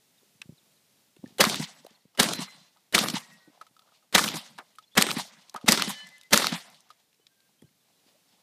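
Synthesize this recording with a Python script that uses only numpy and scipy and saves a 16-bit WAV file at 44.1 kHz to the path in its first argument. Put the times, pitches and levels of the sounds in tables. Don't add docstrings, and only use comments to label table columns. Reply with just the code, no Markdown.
import sys
import numpy as np
from scipy import signal
from scipy.fft import rfft, irfft, next_fast_len
from scipy.io import wavfile
from scipy.ndimage import uniform_filter1d

SR = 44100
rng = np.random.default_rng(int(sys.argv[2]) if len(sys.argv) > 2 else 0)


def put_to_file(sound):
    columns = np.atleast_2d(sound).T
    safe = np.clip(columns, -1, 1)
    whole_steps = np.round(safe * 32767)
    wavfile.write(sys.argv[1], SR, whole_steps.astype(np.int16))


N = 371322
SHOT_SIZE = next_fast_len(SR)
LEAD_S = .05
SHOT_T = np.arange(SHOT_SIZE) / SR - LEAD_S
LATE = np.clip(SHOT_T / 0.087, 0, 1)


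def undb(db):
    return 10 ** (np.asarray(db) / 20)


def unit(x):
    return x / np.sqrt(np.mean(x ** 2))


def coloured(spectrum, size):
    hz = np.arange(size // 2 + 1) * SR / size + 1
    points = np.array(spectrum)
    gain = undb(np.interp(np.log(hz), np.log(points[:, 0]), points[:, 1]))
    noise = rfft(rng.standard_normal(size)) * gain
    return rfft(unit(irfft(noise, size))), hz


def add(out, s, sound):
    i = int(s * SR)
    out[i:i + len(sound)] += sound[:N - i]


def swell(t, rise, t60):
    return undb(np.where(t < 0, 60 * t / rise, -60 * t / t60))


def band(x, hz, width):
    return signal.lfilter(*signal.iirpeak(min(hz, .45 * SR), hz / width, SR), x)


def twice(x, hz, width, second_width):
    return band(band(x, hz, width), hz, second_width)


def high_pass(x, order, hz):
    return signal.sosfilt(signal.butter(order, hz, "high", fs=SR, output="sos"), x)


def wander(rate, size):
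    k = int(SR / rate)
    return uniform_filter1d(rng.standard_normal(size)[np.arange(size) // k], k)


def knock(crack_db, crack_hz, top_db, crack_t60, ring_db, ring_hz, ring_t60, spread=0.46, rise=0.0035, skirt=7.2):
    size = 4096
    t = np.arange(size) / SR - .002
    noise = rng.standard_normal(size)
    width = spread * crack_hz
    crack = undb(crack_db - 3.5) * unit(twice(noise, crack_hz, width, skirt * width))
    crack += undb(top_db + 1.5) * unit(twice(noise, 8000, 7000, 7000))
    crack *= swell(t, rise, crack_t60)
    crack *= undb(max(crack_db, top_db + 7)) / np.abs(crack).max()
    mode = np.sin(2 * np.pi * ring_hz * t) + 0.16 * unit(band(noise, ring_hz, 1.2 * ring_hz))
    return crack + undb(ring_db) * mode * swell(t, 0.0019, ring_t60)


def dull(db, hz, t60, noisy, broad=3.6):
    t = np.arange(SR // 4) / SR - .005
    grit = unit(twice(rng.standard_normal(len(t)), hz, 0.67 * hz, 2.4 * hz))
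    blow = (np.cos(2 * np.pi * hz * t) + noisy * grit) * swell(t, 0.009, t60)
    blow = high_pass(twice(blow, hz, broad * hz, broad * hz), 3, 85)
    return undb(db) * blow / np.abs(blow).max()


# (delay t/s, t60 t/s, bass level/dB, middle level/dB, treble level/dB)
ARRIVALS = [(-.021, .05, -54, -44.5, -43.5), (-.008, 0.061, -46, -31, -40.5),
            (-.003, .03, -26.5, -26.5, -25.5), (-.0008, 0.012, -28.5, -17.5, -10.5),
            (.0024, 0.016, -32.5, -12, -5), (.0052, 0.03, -24.5, -12, -7),
            (0.011, 0.052, -24, -18.5, -17.5), (0.029, 0.49, -29.5, -27.5, -23.5),
            (0.066, 0.055, -28, -26.5, -32), (0.093, 0.057, -24, -24.5, -27),
            (.12, 0.33, -29, -33.5, -30.5), (0.152, 0.14, -35.5, -54.5, -38), (.194, .1, -19.5, -33, -30.5),
            (0.21, 0.1, -27.5, -44, -30), (.222, 0.12, -49, -45, -30), (0.245, 0.2, -58, -56, -46),
            (0.261, 0.93, -59, -52.5, -49.5), (0.351, 0.23, -47.5, -75, -74), (0.397, 0.2, -52.5, -63, -74)]


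def arrival_levels():
    shapes = []
    for delay, t60, *_ in ARRIVALS:
        rise = min(0.27 * t60, 0.13)
        shapes.append(swell(SHOT_T - delay, rise, t60) ** 2)
    powers = undb(2 * np.array(ARRIVALS)[:, 2:])
    return np.sqrt(powers.T @ np.array(shapes))


def boom(low):
    near = 0.57 * high_pass(twice_tuned(low), 4, 110)
    far = undb(2) * twice(near, 170, 120, 120)
    thump = undb(1.5) * (1 - LATE) * low
    return near + np.clip((SHOT_T - 0.1946) / 0.029, 0, 1) * (far - near) + thump


def twice_tuned(low):
    return band(band(low, 168, 340), 230, 630)


def pressure_push():
    t = SHOT_T - .004
    return undb(-29) * swell(t, 0.0099, 0.046) * np.cos(2 * np.pi * 60 * t)


def receiver_ring(ring_db, ring_hz):
    shape = swell(SHOT_T + 0.0036, 0.029, 0.022) * (SHOT_T > ARRIVALS[0][0])
    return undb(ring_db - 25) * shape * np.sin(2 * np.pi * ring_hz * SHOT_T)


# (f/Hz, width f/Hz, level/dB)
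PANEL = [
    (500, 160, 4.5),
    (2064, 700, 13.5),
]


def panel_drum(body):
    return (1 - LATE) * sum(undb(db) * band(body, hz, width) for hz, width, db in PANEL)


def grazing(body, sound):
    gained = undb(-2) * band(body, 1030, 370)
    lost = band(sound, 440.6, 140)
    return np.clip(SHOT_T / 0.61, 0, 1) * (gained - lost)


def echo_patches(sound):
    patches = 0
    for hz in (700, 1150, 1900, 3000, 4400, 6300, 8800, 11500, 14000):
        patches = patches + wander(40, SHOT_SIZE) * band(sound, hz, .3 * hz)
    return .6 * LATE * patches + np.clip(SHOT_T / 0.36, 0, 1) * band(sound, 2000, 270)


# (first upswing t/s, peak t/s, f/Hz, rise t/s, t60 t/s)
PULSES = [
    (.0078, .012, 200.4, .04, 0.03),
    (.0612, 0.0656, 204.9, 0.013, 0.042),
    (.192, .194, 195, .012, .1),
]


def low_pulses():
    pulses = []
    for first, peak, hz, rise, t60 in PULSES:
        pulses.append(swell(SHOT_T - peak, rise, t60) * np.sin(2 * np.pi * hz * (SHOT_T - first)))
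    return np.array(pulses)


def crest_echo(db):
    hollow = unit(twice(rng.standard_normal(SHOT_SIZE), 927, 290, 580))
    return undb(db - 6.5) * hollow * swell(SHOT_T - 0.2218, .08, 0.073)


# (f/Hz, level/dB per Hz)
BLAST = [(15, -61.5), (25, -35), (102, -15), (206, -4), (405, -5), (818, -5.5), (1190, -8.5), (2550, -13),
         (3520, -9), (7510, -16), (8830, -15), (11900, -19.5), (14800, -23.5), (16000, -42)]
# (t/s, peak level/dB, extra bass level/dB, extra tail level/dB, bolt closing level/dB)
SHOTS = [(1.405, -0.5, -6, -1.44, -17), (2.196, -2.5, -5.5, 0.04, -17), (2.946, -5, -6, 1.5, -17),
         (4.148, 0, -6, -1.5, -18.5), (4.975, -4, -2.5, 0.87, -13.5), (5.683, 1, -1.5, -1.46, -8),
         (6.33, 1.5, 1, -1.4, -7)]
# (panel level/dB, wall level/dB, bank level/dB, crest level/dB)
AIM = [(-23.5, -18, -48, -34), (-19.5, -21, -29.5, -29), (-23, -22.5, -31, -27.5), (-23, -27, -34, -31),
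       (-13.5, -33, -31.5, -24.5), (-14.5, -34, -28, -28), (-19, -29.5, -32, -30.5)]
# (t/s, peak level/dB, receiver ring level/dB, ring f/Hz)
HAMMERS = [(1.3835, -29, 6.5, 2950), (2.1748, -34.5, 2.5, 2950), (2.925, -32, 2.5, 2950),
           (4.1262, -31.5, -7.5, 2900), (4.9528, -33, 2.5, 2650), (5.6615, -40, -5, 2700),
           (6.308, -37.5, -6, 3200)]


def gunfire():
    out = np.zeros(N)
    site, hz = coloured(BLAST, SHOT_SIZE)
    below_bass, below_middle, below_air = [1 / (1 + (hz / edge) ** 6) for edge in (376, 1800, 7800)]
    bass, middle, treble = arrival_levels()
    push, pulses = pressure_push(), low_pulses()
    for (s, db, bass_db, tail_db, _), aim, (hammer_s, _, ring_db, ring_hz) in zip(SHOTS, AIM, HAMMERS):
        fresh = coloured(BLAST, SHOT_SIZE)[0]
        low = unit(irfft((site + 1.5 * fresh) * below_bass, SHOT_SIZE))
        low *= undb(bass_db * (0.5 - LATE)) * bass
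        sound = boom(low) + push + receiver_ring(ring_db, ring_hz)

        middle_lumps = undb(3.6 * np.tanh(wander(200, SHOT_SIZE)))
        treble_lumps = undb(1.3 * wander(500, SHOT_SIZE))
        body = unit(irfft(fresh * (below_middle - below_bass), SHOT_SIZE))
        body *= 0.66 * middle * middle_lumps
        sound += body + panel_drum(body)
        sound += grazing(body, sound)

        top = undb(-2.5 - 14.5 * np.maximum(SHOT_T, 0)) * irfft(fresh * (1 - below_air), SHOT_SIZE)
        bright = irfft(fresh * (below_air - below_middle), SHOT_SIZE) + top
        sound += 1.513 * treble * treble_lumps * bright
        sound += echo_patches(sound)
        sound *= (SHOT_T > hammer_s - s) * undb(.6 * db - 3.5 + tail_db * LATE)
        pulse = high_pass(undb(aim[:3]) @ pulses, 4, 110)
        add(out, s - LEAD_S, sound + pulse + crest_echo(aim[3]))
    return out


def clack(out, s, db, hz, top_db, body_db, t60):
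    body_hz = 1260 * undb(0.58 * rng.standard_normal())
    add(out, s - .001, knock(db + 1.5, hz, top_db + 2, t60, body_db + 5, body_hz, 0.0093))


# (t/s, crack level/dB, crack f/Hz, body level/dB)
BOLT_BACK = [(1.4396, -9.5, 4684, -10), (2.2289, -15.5, 3543, -21), (2.2316, -10.5, 5200, -24.5),
             (2.98, -11.5, 2940, -16), (2.9881, -4, 4070, -29.5), (4.1604, -11.5, 3353, -25),
             (4.1801, -9, 4178, -13), (4.1843, -11.5, 4290, -21), (4.1915, -14.5, 4410, -15.5),
             (5.012, -6.5, 4090, -21), (5.0189, -10.5, 4640, -21), (5.023, -2.5, 4355, -31.5),
             (5.7206, 1, 5580, -24), (5.7264, -7.5, 4278, -23.5), (6.3424, -10, 3187, -13.5),
             (6.3749, -2.5, 5680, -15.5), (6.3974, -26.5, 3140, -26.5), (6.4196, -35, 3094, -28)]
# (t/s, level/dB, f/Hz, t60 t/s)
SLIDES = [(1.4375, -23, 3000, .015), (1.4425, -17.5, 2100, .02), (1.4503, -16, 4000, .018),
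          (1.556, -27, 4200, 0.026), (2.2255, -20, 4200, 0.014), (2.24, -16, 3500, 0.026),
          (2.991, -15, 3200, 0.017), (3.0993, -22, 4260, 0.02), (4.182, -14, 1780, .025),
          (4.186, -16, 2500, .02), (4.194, -19.5, 1400, .03), (4.278, -19.5, 2900, 0.032),
          (5.003, -23, 3000, .04), (5.0205, -16, 2490, .02), (5.101, -25, 4200, .015),
          (5.106, -18.5, 2700, 0.022), (5.7115, -15, 6000, 0.011), (5.7225, -12.5, 5000, 0.02),
          (5.729, -18, 3000, .025), (6.3585, -16, 3500, .025), (6.365, -18, 1200, 0.018),
          (6.382, -23, 4000, .015), (6.4, -25, 3500, 0.017), (6.4614, -25, 4100, .015)]
# (delay t/s, top level/dB and body level/dB against the crack, t60 t/s)
RELOAD = [
    (0.0909, -19.5, -19, 0.023),
    (0.1133, -15, 2.5, .007),
]
# (carrier level/dB, chamber level/dB)
FEED = [(-21, -36), (-21, -33), (-23.5, -29), (-17.5, -32), (-20.5, -26.5), (-21, -23.5), (-29, -20)]


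def bolt():
    out = np.zeros(N)
    bolt_t60, close_hz = 0.0067, 3500
    for s, db, hz, body_db in BOLT_BACK:
        top_db = db - 14 + 6.5 * np.log2(hz / 4000)
        clack(out, s, db, hz, top_db, body_db, bolt_t60)
    for s, db, hz, t60 in SLIDES:
        clack(out, s, db, hz, db - 19.5, db - 16, t60)
    for (s, *_, db), feed in zip(SHOTS, FEED):
        clack(out, s + .1385, db, close_hz, db - 23 + .6 * (db + 9.5), db - 12.5, bolt_t60)
        for (delay, top_db, body_db, t60), feed_db in zip(RELOAD, feed):
            clack(out, s + delay, feed_db, close_hz, feed_db + top_db, feed_db + body_db, t60)
    return out


# (t/s, level/dB, f/Hz)
BLAST_CRACKS = [(1.4065, -8.5, 2100), (2.1975, -12.5, 2500), (2.9475, -11.5, 2800), (4.1495, -9.5, 2300),
                (4.977, -14.5, 2600), (5.685, -8.5, 2200), (6.3315, -9, 1950)]


def blast_cracks():
    out = np.zeros(N)
    for s, db, hz in BLAST_CRACKS:
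        clack(out, s, db, hz, db - 30, db - 20, 0.023)
    return out


def hammer_falls():
    out = np.zeros(N)
    for s, db, *_ in HAMMERS:
        add(out, s - .002, knock(db, 3500, db - 11, 0.051, db - 19, 600, .02, rise=.0016))
    return out


# (t/s, f/Hz, level/dB, t60 t/s, half turn t/s)
STEEL = [(1.53, 7785, -50, .5, .12), (1.66, 7785, -62, .6, .08), (1.745, 7785, -69, .8, .08),
         (2.315, 4076, -41, 1.2, .13), (2.455, 4076, -53, .6, .125), (2.575, 4076, -67, 1.0, .13),
         (3.2, 1895, -62, 1.5, .07), (3.27, 1895, -61, 2.0, .12), (3.385, 1895, -66, 1.2, .13),
         (3.25, 7705, -69, .7, .15), (3.4, 1500, -74, 1.5, .11), (5.015, 8434, -36, .4, .14),
         (5.81, 2025, -40, .4, .075), (5.9, 2025, -52, .6, .05), (5.965, 2025, -56, 2.0, .04),
         (6.025, 2025, -55, 2.0, .072), (6.1, 2025, -55, 1.5, .09), (6.215, 2025, -64, 1.5, .075),
         (5.925, 1745, -53, 3.0, .18), (6.12, 1745, -66, 1.5, .11), (5.81, 3007, -42, .5, .075),
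         (5.935, 3007, -50, 4.0, .12), (6.17, 3007, -74, 1.5, .05), (5.96, 4161, -56, 4.0, .1),
         (6.11, 4161, -73, 1.5, .07), (7.3, 1583, -76, .4, .04), (7.63, 1583, -81, 2.0, .06),
         (7.345, 1583, -79, 9.0, .155), (7.195, 3010, -76, .5, .07), (2.465, 2060, -56, .35, .08),
         (3.3, 2650, -66, .4, .07)]


def steel_targets():
    out, t = np.zeros(N), np.arange(SR) / SR
    for s, hz, db, t60, turn in STEEL:
        turned = np.minimum(t / turn, 1)
        facing = np.hypot(np.sin(np.pi * turned) ** 0.76, undb(-18) * turned)
        edge_on = swell(np.maximum(t - turn, 0), 1, .12)
        level = undb(db + 5 + 2.2 * wander(60, SR))
        add(out, s, level * facing * swell(t, 1, t60) * edge_on * np.sin(2 * np.pi * hz * (t + s)))
    return out


# (t/s, crack level/dB, hollow ring level/dB, ring
# f/Hz)
HULLS = [(1.259, -66, -52.5, 1780), (2.149, -46.5, -60, 1274), (2.77, -53, -61, 1266),
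         (3.612, -42.5, -38.5, 1280), (3.6662, -48, -56, 1290), (3.765, -52.5, -54.5, 1290),
         (3.7924, -43, -57.5, 1266), (3.8192, -53, -62, 1327), (3.875, -66, -62, 1213),
         (4.579, -39, -48, 890), (4.585, -31, -50, 1242), (4.7844, -41.5, -40.5, 1274),
         (4.938, -60, -78.5, 907), (5.561, -32.5, -30, 1253), (5.6117, -46, -52, 1246),
         (6.903, -45.5, -44.5, 1242), (7.62, -61, -67, 867), (3.888, -67, -63, 1400),
         (3.92, -68, -60, 1240), (4.025, -72, -66, 1253)]
# (t/s, level/dB, f/Hz)
TUMBLES = [
    (0.416, -46, 1570),
    (3.612, -41, 1100),
    (4.584, -31, 840),
    (4.585, -29, 1240),
    (4.5985, -38, 840),
    (4.612, -44, 700),
    (5.541, -39, 980),
    (5.544, -24, 830),
    (5.551, -40, 1110),
    (5.574, -37.5, 1070),
]


def hulls():
    out = np.zeros(N)
    for s, db, ring_db, ring_hz in HULLS:
        add(out, s - .001, knock(db - 3, 3670, db - 22, 0.03, ring_db + 3.5, ring_hz, .045))
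    for s, db, hz in TUMBLES:
        add(out, s - .003, dull(db - 3.5, hz, 0.071, 4.4))
    return out


# (t/s, level/dB, f/Hz, top level/dB)
TICKS = [(0.4164, -26, 3050, -52), (1.1637, -48, 2450, -59), (1.259, -54, 3600, -80),
         (1.275, -48, 4960, -71), (1.8462, -48, 5280, -53), (1.8645, -38.5, 3900, -46.5),
         (1.906, -50, 4080, -73), (2.807, -58, 3800, -67), (4.7525, -50, 3130, -62),
         (4.7574, -54, 4200, -54), (5.4952, -32.5, 5170, -57), (5.5415, -39, 4570, -40.5),
         (6.0694, -40, 5540, -48), (6.0882, -47, 4120, -48), (6.1803, -49, 3140, -50),
         (6.2115, -38.5, 3760, -63), (6.233, -43, 3560, -49.5), (6.6994, -44, 7360, -52),
         (6.744, -43, 3800, -61), (6.8044, -45.5, 6300, -61), (6.892, -51, 5510, -70),
         (6.933, -56.5, 5390, -66), (6.999, -57, 4000, -67), (7.129, -54.5, 2980, -71),
         (7.144, -53.5, 3940, -73.5), (7.2673, -37.5, 3860, -70), (7.4036, -51, 3940, -71.5),
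         (7.6194, -52, 1880, -55), (7.6894, -56.5, 1994, -73), (8.29, -57, 5390, -67)]
# (t/s, level/dB, f/Hz)
THUDS = [(0.228, -55, 358), (0.453, -48, 149), (0.489, -34.5, 159), (0.519, -47.5, 153), (1.164, -49, 363),
         (1.186, -50, 159), (1.237, -28.5, 260), (1.261, -42.5, 162), (1.227, -44, 200), (1.277, -49, 220),
         (1.303, -50, 260), (1.319, -50, 200), (1.345, -56, 220), (1.364, -54, 220), (0.35, -59, 169),
         (0.397, -57, 200), (7.655, -58, 221), (7.708, -63, 190), (5.657, -42.5, 300), (1.846, -37.5, 540),
         (1.864, -39, 680), (1.907, -52.5, 216), (1.969, -57, 764), (2.05, -47, 203.7), (2.761, -52.5, 869),
         (3.473, -46.5, 306), (3.479, -47, 289), (3.496, -52, 278), (3.574, -50, 805), (3.707, -59, 189.6),
         (5.639, -28.5, 232), (7.195, -57.5, 446.7), (7.489, -60, 845), (7.621, -40.5, 238),
         (7.634, -47.5, 137), (7.744, -66, 143), (4.588, -46.5, 228.3), (5.55, -41.5, 226.8),
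         (8.06, -57, 257), (7.671, -64, 140), (1.3945, -13, 522), (1.4, -13.5, 500), (1.408, -16, 480),
         (4.149, -15, 760), (2.199, -17, 520.6), (5.728, -22.5, 230.2), (8.33, -60.5, 190)]


def kit_and_boots():
    out = np.zeros(N)
    for s, db, hz, top_db in TICKS:
        add(out, s - .001, knock(db - 2.5, hz, top_db - 2.5, 0.017, db - 15, hz, 0.017, spread=0.71, skirt=2.2))
    for s, db, hz in THUDS:
        add(out, s - .001, dull(db - 1.5, hz, 0.032 * min(220 / hz, 1.2), 0.5, broad=3.7))
    return out


# (peak t/s, length t/s, hiss level/dB, crunch level/dB)
SCUFF = [(1.294, 0.12, -62.5, -70), (1.365, 0.032, -71.5, -75), (1.927, 0.18, -69.5, -74),
         (2.156, 0.02, -63.5, -61), (3.558, 0.14, -68.5, -64.5), (3.623, 0.032, -64, -63.5),
         (3.67, 0.031, -70.5, -73), (3.869, 0.16, -75, -69), (3.952, 0.067, -61.5, -72.5),
         (4.04, .06, -81, -74.5), (4.828, 0.039, -64.5, -72), (4.925, 0.048, -67.5, -84),
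         (5.423, 0.047, -62, -78.5), (5.487, 0.023, -60.5, -68), (5.575, 0.022, -59.5, -50.5),
         (5.629, 0.052, -62, -55.5), (6.01, 0.34, -54, -71), (6.91, 0.02, -59, -59),
         (7.001, 0.062, -69, -72), (7.888, 0.14, -74.5, -75), (8.092, 0.12, -67, -68.5),
         (8.33, 0.077, -67.5, -76), (8.402, 0.15, -74.5, -71.5)]


def rustle():
    out, t = np.zeros(N), np.arange(N) / SR
    peak, length, hiss_db, crunch_db = np.array(SCUFF).T
    shapes = undb(-13 * np.abs(2 * (t - peak[:, None]) / length[:, None]) ** 0.71)
    for db, hz, width in ((hiss_db, 3600, 3800), (crunch_db, 750, 570)):
        noise = unit(twice(rng.standard_normal(N), hz, width, width))
        out += noise * undb(2.2 * wander(180, N)) * (undb(db) @ shapes)
    return out


# (t/s, start f/Hz, end f/Hz, length t/s, level/dB)
BIRDS = [(0.178, 3970, 3400, 0.016, -65), (0.57, 4500, 3200, 0.03, -63), (4.914, 3300, 3500, .012, -61),
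         (4.925, 3350, 3350, 0.011, -61), (4.934, 3550, 3450, 0.013, -56), (4.836, 3550, 3350, 0.015, -60),
         (0.762, 4300, 3500, 0.025, -70), (7.635, 2900, 3200, .025, -72), (1.937, 4600, 3020, 0.039, -66),
         (1.946, 4000, 4600, .02, -64), (2.001, 4700, 3500, 0.031, -69), (4.867, 4210, 4180, .025, -67),
         (7.582, 3200, 3150, 0.026, -70), (7.61, 3250, 3400, 0.024, -68), (7.917, 3450, 3305, 0.037, -74),
         (7.8, 3570, 3500, .025, -72.5), (7.951, 3900, 4100, 0.051, -76), (8.07, 4500, 5250, .03, -75.5),
         (8.139, 530, 680, 0.037, -64), (8.28, 5500, 5200, 0.027, -71.5), (8.278, 4770, 4250, 0.018, -72.5),
         (8.295, 4730, 4200, 0.029, -72), (8.8, 4300, 2900, .04, -70), (7.668, 4350, 4260, 0.016, -71)]


def birds():
    out = np.zeros(N)
    for s, start_hz, end_hz, length, db in BIRDS:
        glide = np.linspace(start_hz, end_hz, int(length * SR))
        level = undb(db + 3 * wander(300, len(glide))) * np.hanning(len(glide)) ** 0.46
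        add(out, s, level * np.sin(2 * np.pi * np.cumsum(glide) / SR))
    return out


# (f/Hz, level/dB per Hz)
HUSH = [(15, -59.5), (25, -31), (59, -22.5), (123, -1.5), (200, 1), (363, -5), (451, -4.5), (1040, -10.5),
        (1400, -11.5), (3920, -8), (14800, -13.5), (16000, -29.5)]
# (t/s, level/dB)
HUSH_DB = [
    (0, -66.5),
    (1.3, -67.5),
    (2.1, -71.5),
    (4.1, -71),
    (7.1, -71.5),
    (7.7, -70),
    (8.42, -68),
]


def hush():
    t, size = np.arange(N) / SR, next_fast_len(N)
    level_db = np.interp(t, *np.transpose(HUSH_DB)) + 0.87 * wander(6.5, N)
    return irfft(coloured(HUSH, size)[0], size)[:N] * undb(level_db)


def scene():
    gun = gunfire() + bolt() + blast_cracks() + hammer_falls()
    around = steel_targets() + hulls() + kit_and_boots() + rustle() + birds() + hush()
    return (gun + around)[None, :]


def band_limit(x):
    return signal.sosfilt(signal.butter(12, 16470, fs=SR, output="sos"), x)


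def record(dry):
    rounded = .72 * np.tanh(dry / .72)
    top_cut = signal.cheby2(12, 45, 1.03 * 15300, fs=SR, output="sos")
    return band_limit(signal.sosfilt(top_cut, rounded))


dry = scene()
out = record(dry)
put_to_file(out)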